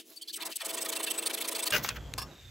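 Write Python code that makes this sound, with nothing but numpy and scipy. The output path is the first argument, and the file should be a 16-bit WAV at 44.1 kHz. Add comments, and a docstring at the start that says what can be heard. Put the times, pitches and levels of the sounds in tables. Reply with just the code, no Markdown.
"""A fine pull saw rasps through a wooden block outdoors at 5.5 times its speed, quick and high, over raised yard hum.
Early light strokes squeak; in every stroke, random tooth catches make the rasp and ring blade and wood.
At 1.717 s time drops to its natural pace: the last teeth tear free in coarse slips that ring lower modes.
Offcut and blade knock about as short noise bursts, then the blade is set down and its modes rattle.
Shaped noise and two mains tones leave the low hum of the yard, with thin falling whistles far off."""
import sys
import numpy as np
from scipy import signal
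from scipy.fft import rfft, irfft
from scipy.io import wavfile

SR = 44100
rng = np.random.default_rng(int(sys.argv[2]) if len(sys.argv) > 2 else 0)


def int16_out(signal):
    """Quantize to a 16-bit WAV file."""
    q = np.round(np.clip(np.atleast_2d(signal).T, -1, 1) * 32767)
    wavfile.write(sys.argv[1], SR, q.astype(np.int16))


N = 110250
T = np.arange(N) / SR   # s

# Half strokes, before the layer gains: [start t/s, length t/s, peak place 0-1, rasp level/dB,
# blade ring level/dB re rasp, wood level/dB re rasp]
HALF_STROKES = [(0.044, 0.14, 0.47, -53.5, -24, -13), (0.16, 0.029, 0.5, -53, 8, -3),
                (0.216, 0.016, 0.4, -42, 3.5, 3), (0.2776, 0.035, 0.24, -47, -4, 13.5),
                (0.331, 0.021, 0.54, -36.5, 4, -1), (0.358, 0.019, 0.5, -37.5, 4.5, -14),
                (0.399, 0.035, 0.85, -41.5, 2, 3.0), (0.4535, 0.026, 0.3, -35.5, 5.5, -8),
                (0.4937, 0.038, 1, -43, 1, 2), (0.557, 0.012, 0.76, -31.5, 4, -9.5),
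                (0.6026, 0.021, 0.98, -40.5, 0, 6), (0.6467, 0.024, 0.54, -34.5, 5.5, -9.5),
                (0.6813, 0.033, 0.84, -36, 0, -1), (0.73, 0.025, 0.66, -36.5, 6.5, -6.5),
                (0.77, 0.026, 0.33, -38, 3, 0.5), (0.8067, 0.024, 1, -32, 4, -11.5),
                (0.8486, 0.02, 0.55, -34, 1, -2), (0.886, 0.016, 1, -31.5, 4.5, -5.5),
                (0.921, 0.019, 0.6, -34.5, -2, -0.5), (0.9534, 0.022, 0.6, -34.5, 8.5, -1),
                (0.9916, 0.02, 1, -36, 3, 2.5), (1.027, 0.02, 0.9, -31.5, 8.5, -8),
                (1.066, 0.028, 0, -39.5, 5, 6), (1.1006, 0.019, 0.62, -32, 7, -5.5),
                (1.139, 0.037, 0, -45.5, 6, 0.5), (1.179, 0.019, 0.44, -36, 13.5, -1.5),
                (1.224, 0.018, 0.3, -40.5, 10, 3.5), (1.2564, 0.024, 0.57, -35, 13.5, 0.5),
                (1.2977, 0.018, 0.45, -35, 2, -1), (1.332, 0.019, 0.8, -33.5, 6.5, -4.5),
                (1.373, 0.019, 0.45, -36.5, -1, -3), (1.403, 0.026, 0.53, -33.5, 4, -1.5),
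                (1.4426, 0.019, 0.4, -36, -1, 0.5), (1.477, 0.017, 1, -29, 4, -9),
                (1.5133, 0.021, 0.46, -36.5, 7.5, -3.5), (1.549, 0.021, 0.76, -35.5, 8.5, 0),
                (1.583, 0.023, 0.82, -32.5, 2, -3.5), (1.624, 0.018, 0.95, -34.5, 8, -4.5),
                (1.6565, 0.027, 0.55, -31, -1, -2.5), (1.7067, 0.0061, 0.2, -34, 10, -2)]
# Squeaks of the blade: [start t/s, length t/s, f/Hz, base level/dB]
BLADE_SQUEAKS = [(0.162, 0.027, 4560, -50), (0.211, 0.027, 3196, -43), (0.213, 0.038, 4410, -47),
                 (0.293, 0.014, 1710, -57)]
# Colour of the rasp: [f/Hz, relative level/dB]
RASP_COLOUR = [(4000, 0), (5500, -1.5), (7000, 0), (9000, -10), (11000, 2), (13000, -4), (16000, -4)]
# Resonances of blade and wood, before the pace factor:
# [f/Hz, width f/Hz, relative level/dB when fast, relative level/dB at natural pace]
BLADE_MODES = [(1448, 30, 8, -14), (1496, 33, 9, 8), (1655, 105, 7, 1), (2020, 15, -19, -2),
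               (2550, 25, -15, 1.5), (2680, 64.5, -23.5, -7), (2875, 95, 0, 5.5)]
WOOD_MODES = [(428, 27, -10, -8.5), (491, 6.2, -0.5, -6), (546.8, 16, 2, -7), (619, 19, 5, -4),
              (650, 54, 1.5, -16), (809, 70, 6, -15)]
# Resonances of the whole block, before the pace factor: [f/Hz, width f/Hz, relative level/dB when fast]
BLOCK_MODES = [(178.4, 15, 3), (227.2, 6.8, -2.5), (302, 43, -5), (340.5, 9.8, 0), (408, 51, 2)]
# Last scraping, before the layer gains: [t/s, ringing level/dB, hiss level/dB]
LAST_LEVELS = [(1.718,-40.5,-49),(1.725,-34,-34.5),(1.74,-33,-35),(1.767,-34.5,-34),(1.778,-36.5,-36),(1.822,-49,-59.5),(1.838,-48,-31.5),(1.852,-39.5,-39),(1.882,-39.5,-44.5),(1.906,-37,-52),(1.94,-59,-63),(1.968,-39.5,-49),(1.99,-57,-87)]
# Hard slips as the last teeth tear free, added to the scraping: [t/s, level/dB re scraping]
LAST_SLIPS = [(1.724, 7), (1.738, 4.5), (1.746, 0), (1.754, 1), (1.763, 0.5)]
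# Colours of the last scraping's broad noise and dry hiss: [f/Hz, relative level/dB]
LAST_BROAD_COLOUR = [(300,0),(640,-2),(1300,14),(2730,11),(4500,-4)]
LAST_HISS_COLOUR = [(3500,-6.5),(6300,1.5),(8600,-15),(12000,-3.5),(16000,-1)]
# Sharp ticks, before the band filter: [t/s, burst level/dB, centre f/Hz, 60 dB decay t/s]
SHARP_TICKS = [(1.8462, -16, 1200, 0.045), (1.8894, -16, 3020, 0.023), (1.9635, -38, 2230, 0.02),
               (2.1384, -22.5, 4350, 0.0058)]
# The blade is set down: [t/s, rattle level/dB, 60 dB decay t/s]
SET_DOWN_RATTLES = [(2.1797, -31, 0.11), (2.2165, -31.5, 0.064)]
# Modes of the set-down blade: [f/Hz, relative level/dB, 60 dB decay t/s]
SET_DOWN_BLADE_MODES = [(1107, -5.5, 0.2), (1222, -2, 0.081), (1705, 0.5, 0.022), (2790, -3, 0.033),
                        (3550, -5, 0.042), (4740, -0.5, 0.016), (5250, -3, 0.074), (5470, -3, 0.098)]
# Lower bands of the fast part: [t/s, bass level/dB, middle level/dB, middle's upper edge f/Hz]
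LOWER_BAND_LEVELS = [(0,-4,-14,3300),(.035,-10,-36,3320),(.12,-5.5,-14.5,2840),(.15,-18,-24,3280),(.32,-8,-32.5,3230),(.39,-2,-25,700),(.5,2,-1,590),(.545,-16,-24,2350),(.575,-6,-21,2610),(.605,-29,-27,850),(.635,-17,-2,470),(.67,3,25,443)]
# Colours of the fast yard's low noise, middle noise and air: [f/Hz, relative level/dB]
FAST_LOW_COLOUR = [(60, -53), (130, -28.5), (200, -12.5), (260, -6), (330, -3.5), (450, 1.5), (600, -5.5)]
FAST_MID_COLOUR = [(450, -5), (600, 4), (1000, 2), (1500, -1), (2500, -4)]
FAST_AIR_COLOUR = [(1500, -12), (3000, 3), (6000, -5), (10000, -6), (16000, -11)]
# Swell of the fast air: [t/s, level/dB]
FAST_AIR_LEVEL = [(0, -44), (0.038, -67), (.3, -60), (.7, -50.5)]
# Yard noise at natural pace, before waver: [t/s, bass level/dB, middle level/dB]
YARD_LEVELS = [(1.715,-54,-52.5),(1.75,-50,-39.5),(2.0,-44,-51.5),(2.25,-45,-51.5),(2.33,-62.5,-53),(2.42,-54,-64.5),(2.5,-49.5,-65.5)]
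# Colours of the natural yard's bass, middle and air: [f/Hz, relative level/dB]
YARD_BASS_COLOUR = [(20, -34), (40, -14), (60, 1), (120, -3), (170, -23)]
YARD_MID_COLOUR = [(130, 6), (200, 0.5), (500, -3.5), (1000, -9), (2000, -20), (3000, -69)]
AIR_COLOUR = [(1500, 5.5), (3000, 5), (5000, 0), (7500, 1.5), (9000, -13), (14000, -5.5), (16000, -20)]
# Thin whistles far off: [start t/s, end t/s, first f/Hz, last f/Hz, base level/dB]
FAR_WHISTLES = [(1.74, 2.147, 3450, 3220, -64), (2.28, 2.613, 3830, 3460, -64.5)]
# Mains tones, before pace factor and waver:
# [f/Hz, level/dB re low yard level when fast, level/dB re yard bass level at natural pace]
MAINS_TONES = [(59.17, -1.5, -3.5), (119.65, 3, -5.5)]
# Phase of left over right: [f/Hz, phase/rad]
STEREO_PHASE = [(100,0.09),(600,-0.52),(2500,-0.24),(3200,0.3),(3700,-0.97),(4100,0.83),(5900,-0.48),(15200,0.17)]
# Level of the stereo difference: [f/Hz, level/dB re middle]
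SIDE_LEVEL = [(50, -14), (150, -18.5), (500, -23), (1200, -22), (5000, -7), (9000, -20.5), (14000, -27)]

SPEED_UP, NATURAL_PACE, NATURAL_FROM_S = 5.5, 0.98, 1.717
EDGE_S, STROKE_SHAPE = 0.0041, 1.02
TEETH_PER_S, TEETH_SPREAD_DB, FLUTTER_DB = 9000, 3.15, 0.5
RASP_EDGES_HZ, RASP_PATCH_DB = np.geomspace(5200, 14000, num=6), 3.5   # bands swell on their own
RASP_DB, BLADE_DB, WOOD_DB, BLOCK_DB = -3, -9.5, -1, -7
SQUEAK_WIDTH_HZ = 84
SLIP_T60_S, SLIP_CRACK_DB = 0.038, 10
BLADE_FREE_S, LATE_RING_DB = 1.772, -8.5   # blade leaves the cut; later scraping rings it less
UPPER_FROM_HZ, UPPER_FIRST_DB, UPPER_FREE_DB = 2330, 7.5, -9.5
LAST_TEETH_PER_S, LAST_SPREAD_DB, LAST_BROAD_DB = 3300, 2.4, -3
TICK_SNAP_DB, TICK_BAND_RATIO = 11, 2.2   # first instant over the burst that follows
SET_DOWN_RING_DB = -27
BASS_SPLIT_HZ, EDGE_STEEPNESS = 437, 2.2
FAST_LOW_DB, FAST_MID_DB, YARD_BASS_DB, AIR_DB = -52.5, -50, -3.5, -59.5
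WHISTLE_WIDTH_HZ, WHISTLE_STEADY, TRILL_HZ, TRILL_DEPTH = 50, 1.6, 150, 1
HUM_WAVER_DB = 1.2
SIDE_WANDER_PER_S, CUTOFF_HZ = 110, 15900


def fast_strokes():
    """Each half stroke swells and dies with the blade's speed; its catches rasp and ring blade and wood."""
    levels = np.zeros((3, N))
    for start, length, lean, db, *relative in HALF_STROKES:
        end = min(start + length + EDGE_S, NATURAL_FROM_S + EDGE_S)
        peak = start + np.clip(lean, .1, .9) * length
        phase = np.interp(T, [start - EDGE_S, peak, end], [0, .5, 1])
        layer_gains = from_db(db + np.array([0, *relative]))[:, None]
        levels += np.sin(np.pi * phase) ** STROKE_SHAPE * layer_gains
    levels *= from_db(FLUTTER_DB * drift(150)) * (T < NATURAL_FROM_S)
    rasp_level, blade_level, wood_level = levels
    catches = teeth(TEETH_PER_S, TEETH_SPREAD_DB)
    patches = bands(colour(catches, RASP_COLOUR), RASP_EDGES_HZ)
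    rasp = rasp_level * sum(from_db(RASP_PATCH_DB * drift(33)) * patch for patch in patches)
    blade = body(blade_level, catches, BLADE_MODES, SPEED_UP, column=2)
    wood = body(wood_level, catches, WOOD_MODES, SPEED_UP, column=2)
    block = body(wood_level, catches, BLOCK_MODES, SPEED_UP, column=2)
    return (from_db(RASP_DB) * rasp + from_db(BLADE_DB) * blade
            + from_db(WOOD_DB) * wood + from_db(BLOCK_DB) * block)


def squeaks():
    """Early light strokes squeak in narrow bands: tones with randomly drifting amplitude and phase."""
    out = np.zeros(N)
    for start, length, hz, db in BLADE_SQUEAKS:
        swell = np.sin(np.pi * np.interp(T, [start, start + length], [0, 1])).clip(0)
        out += from_db(db) * swell * narrow_band(2 * np.pi * hz * T, 1, SQUEAK_WIDTH_HZ)
    return out


def last_scrape():
    """Coarse slips ring blade and wood at their own pitch, over a dry hiss; the upper modes lead and fade."""
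    ring, hiss = from_db(in_time(LAST_LEVELS, outside=-120))
    ring = ring * (1 + sum(decay(s, db, SLIP_T60_S) for s, db in LAST_SLIPS))
    catches = teeth(LAST_TEETH_PER_S * from_db(1.5 * drift(130)), LAST_SPREAD_DB)
    catches[(np.array(LAST_SLIPS)[:, 0] * SR).astype(int) + 1] = from_db(SLIP_CRACK_DB)
    struck = ring * from_db(LATE_RING_DB * (T > BLADE_FREE_S))
    ringing = body(struck, catches, BLADE_MODES + WOOD_MODES, NATURAL_PACE, column=3, waver_db=1.5)
    low, high = bands(ringing, [UPPER_FROM_HZ])
    upper_db = np.interp(T, [NATURAL_FROM_S, BLADE_FREE_S], [UPPER_FIRST_DB, UPPER_FREE_DB])
    broad = from_db(LAST_BROAD_DB) * ring * colour(catches, LAST_BROAD_COLOUR)
    dry_hiss = hiss * colour(rms_one(catches) + 0.5 * noise(), LAST_HISS_COLOUR)
    return low + from_db(upper_db) * high + broad + dry_hiss


def knocks():
    """Ticks are short bright bursts; setting the blade down rattles its modes."""
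    out, rattle = np.zeros(N), np.zeros(N)
    for s, db, hz, t60 in SHARP_TICKS:
        burst = noise() * decay(s, db, t60)
        burst[int(s * SR) + 1] = from_db(db + TICK_SNAP_DB)
        out += band_pass(burst, hz / TICK_BAND_RATIO, hz * TICK_BAND_RATIO)
    for s, db, t60 in SET_DOWN_RATTLES:
        rattle += rms_one(teeth(LAST_TEETH_PER_S, LAST_SPREAD_DB)) * decay(s, db, t60)
    out += band_pass(rattle, 500, 12000)
    for hz, db, t60 in SET_DOWN_BLADE_MODES:
        r, w = from_db(-60 / (t60 * SR)), 2 * np.pi * hz / SR
        ring = signal.lfilter([0, np.sin(w)], [1, -2 * r * np.cos(w), r * r], rattle + 1e-18)
        out += from_db(db + SET_DOWN_RING_DB) * ring
    return out


def lower_bands(x):
    """Sets the level of the bass and of the middle up to a sliding edge."""
    low_db, mid_db, edge_hz = in_time(LOWER_BAND_LEVELS)
    edges = np.geomspace(BASS_SPLIT_HZ, 4000, 11)
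    low, *middle, top = bands(x, edges)
    out = from_db(low_db) * low + top
    for hz, part in zip(np.sqrt(edges[1:] * edges[:-1]), middle):
        share = np.clip(.5 + EDGE_STEEPNESS * np.log2(edge_hz / hz), 0, 1)
        out += from_db(mid_db * share) * part
    return out


def fast_yard():
    """Distant traffic-like noise and mains hum, raised in pitch."""
    low = colour(noise(), FAST_LOW_COLOUR) + hum(SPEED_UP, column=1)
    return from_db(FAST_LOW_DB) * low + from_db(FAST_MID_DB) * colour(noise(), FAST_MID_COLOUR)


def fast_air():
    """Thin open-air hiss, raised in pitch, from shaped noise."""
    return from_db(in_time(FAST_AIR_LEVEL)[0]) * colour(noise(), FAST_AIR_COLOUR)


def yard():
    """Noise and hum at natural pace, wavering together, under steady air hiss and far whistles."""
    bass_level, mid_level = from_db(in_time(YARD_LEVELS))
    bass = from_db(YARD_BASS_DB) * colour(noise(), YARD_BASS_COLOUR) + hum(NATURAL_PACE, column=2)
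    ground = bass_level * bass + mid_level * colour(noise(), YARD_MID_COLOUR)
    air = from_db(AIR_DB) * colour(noise(), AIR_COLOUR)
    return from_db(1.26 * drift(8.8)) * ground + air + whistles()


def whistles():
    """Thin falling tones, blurred into narrow bands and trilled in level."""
    out = np.zeros(N)
    trill = 1 + TRILL_DEPTH * np.sin(2 * np.pi * TRILL_HZ * T)
    for start, end, from_hz, to_hz, db in FAR_WHISTLES:
        swell = np.sin(np.pi * np.interp(T, [start, end], [0, 1])).clip(0) ** 0.4
        turn = 2 * np.pi * np.cumsum(np.interp(T, [start, end], [from_hz, to_hz])) / SR
        out += from_db(db) * swell * trill * narrow_band(turn, WHISTLE_STEADY, WHISTLE_WIDTH_HZ)
    return out


def hum(speed, column):
    """Two mains tones whose level wavers."""
    out = np.zeros(N)
    for row in MAINS_TONES:
        level = from_db(row[column] + HUM_WAVER_DB * drift(1.06 * speed))
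        out += level * np.sin(2 * np.pi * row[0] * speed * T)
    return out


def teeth(per_s, spread_db):
    """Teeth catch at random with uneven force, as impulses of either sign."""
    caught = rng.random(N) < per_s / SR
    force = from_db(spread_db * np.minimum(rng.exponential(1, N), 4))
    return caught * force * rng.choice([-1, 1], N)


def body(envelope, catches, modes, speed, column, waver_db=3.5):
    """The catches, under the envelope, ring a set of resonances whose drive wavers."""
    out = 0
    for k, row in enumerate(modes):
        r, w = np.exp(-np.pi * row[1] * speed / SR), 2 * np.pi * row[0] * speed / SR
        gain = np.sqrt(2 * (1 - r * r)) * from_db(row[column] + waver_db * drift(21.6)) * (-1) ** k
        drive = gain * envelope * rms_one(catches) + 1e-18
        out = out + signal.lfilter([.5, 0, -.5], [1, -2 * r * np.cos(w), r * r], drive)
    return out / np.sqrt(np.sum(from_db(np.array(modes)[:, column]) ** 2))


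def narrow_band(turn, steady, width_hz):
    """A tone of the given phase plus slow random sine and cosine parts that widen it."""
    return (steady + drift(width_hz)) * np.sin(turn) + drift(width_hz) * np.cos(turn)


def decay(start, db, t60):
    """Silent until start, then falls from db by 60 dB in t60 seconds."""
    return (T >= start) * from_db(db - 60 * np.maximum(T - start, 0) / t60)


def band_pass(x, low_hz, high_hz):
    """Keeps the band between two frequencies."""
    return signal.sosfilt(signal.butter(2, [low_hz, high_hz], "band", fs=SR, output="sos"), x + 1e-18)


def bands(x, edges_hz):
    """Splits x at the edges; the parts add up to x."""
    hz, spectrum = np.fft.rfftfreq(N, 1 / SR), rfft(x)
    below = [irfft(spectrum / (1 + (hz / edge) ** 16), N) for edge in edges_hz]
    return np.diff([0 * x, *below, x], axis=0)


def colour(x, spectrum):
    """Gives x the spectrum, falling 40 dB more per octave outside it; rms 1."""
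    db, hz = at_hz(spectrum)
    octaves_out = np.maximum(np.log2(spectrum[0][0] / hz), np.log2(hz / spectrum[-1][0]))
    return rms_one(irfft(rfft(x) * from_db(db - 40 * np.maximum(0, octaves_out)), N))


def drift(rate):
    """Smooth random wander of rms 1: noise through a two-pole low-pass at rate Hz."""
    r = np.exp(-2 * np.pi * rate / SR)
    return rms_one(signal.lfilter([1], [1, -2 * r, r * r], rng.standard_normal(N + SR))[SR:])


def noise():
    """White noise."""
    return rng.standard_normal(N)


def in_time(rows, outside=None):
    """Draws each column as a line over time."""
    s, *columns = np.transpose(rows)
    return [np.interp(T, s, c, left=outside, right=outside) for c in columns]


def at_hz(points):
    """Draws a curve over log frequency; also returns the frequencies."""
    hz = np.maximum(np.fft.rfftfreq(N, 1 / SR), 1)
    points_hz, values = np.array(points).T
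    return np.interp(np.log(hz), np.log(points_hz), values), hz


def from_db(db):
    """Decibels to amplitude."""
    return 10 ** (np.asarray(db) / 20)


def rms_one(x):
    """Scales x to rms 1."""
    return x / np.sqrt(np.mean(x ** 2) + 1e-20)


def scene():
    """Crossfades from fast to natural pace in 2 ms, adds scrape and knocks, and spreads it in stereo."""
    natural = np.clip((T - NATURAL_FROM_S) / .002, 0, 1)
    fast = lower_bands(fast_strokes() + fast_yard()) + fast_air() + squeaks()
    mid = (1 - natural) * fast + natural * yard() + last_scrape() + knocks()
    side = rfft(mid * drift(SIDE_WANDER_PER_S)) * from_db(at_hz(SIDE_LEVEL)[0])
    turn = np.exp(.5j * at_hz(STEREO_PHASE)[0])   # half the phase to each side
    return np.array([irfft(rfft(mid) * turn + side, N), irfft(rfft(mid) / turn - side, N)])


def record(dry):
    """The top is cut by a steep low-pass."""
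    return signal.sosfilt(signal.cheby2(22, 80, CUTOFF_HZ + 450, fs=SR, output="sos"), dry)


dry = scene()
out = record(dry)
int16_out(out)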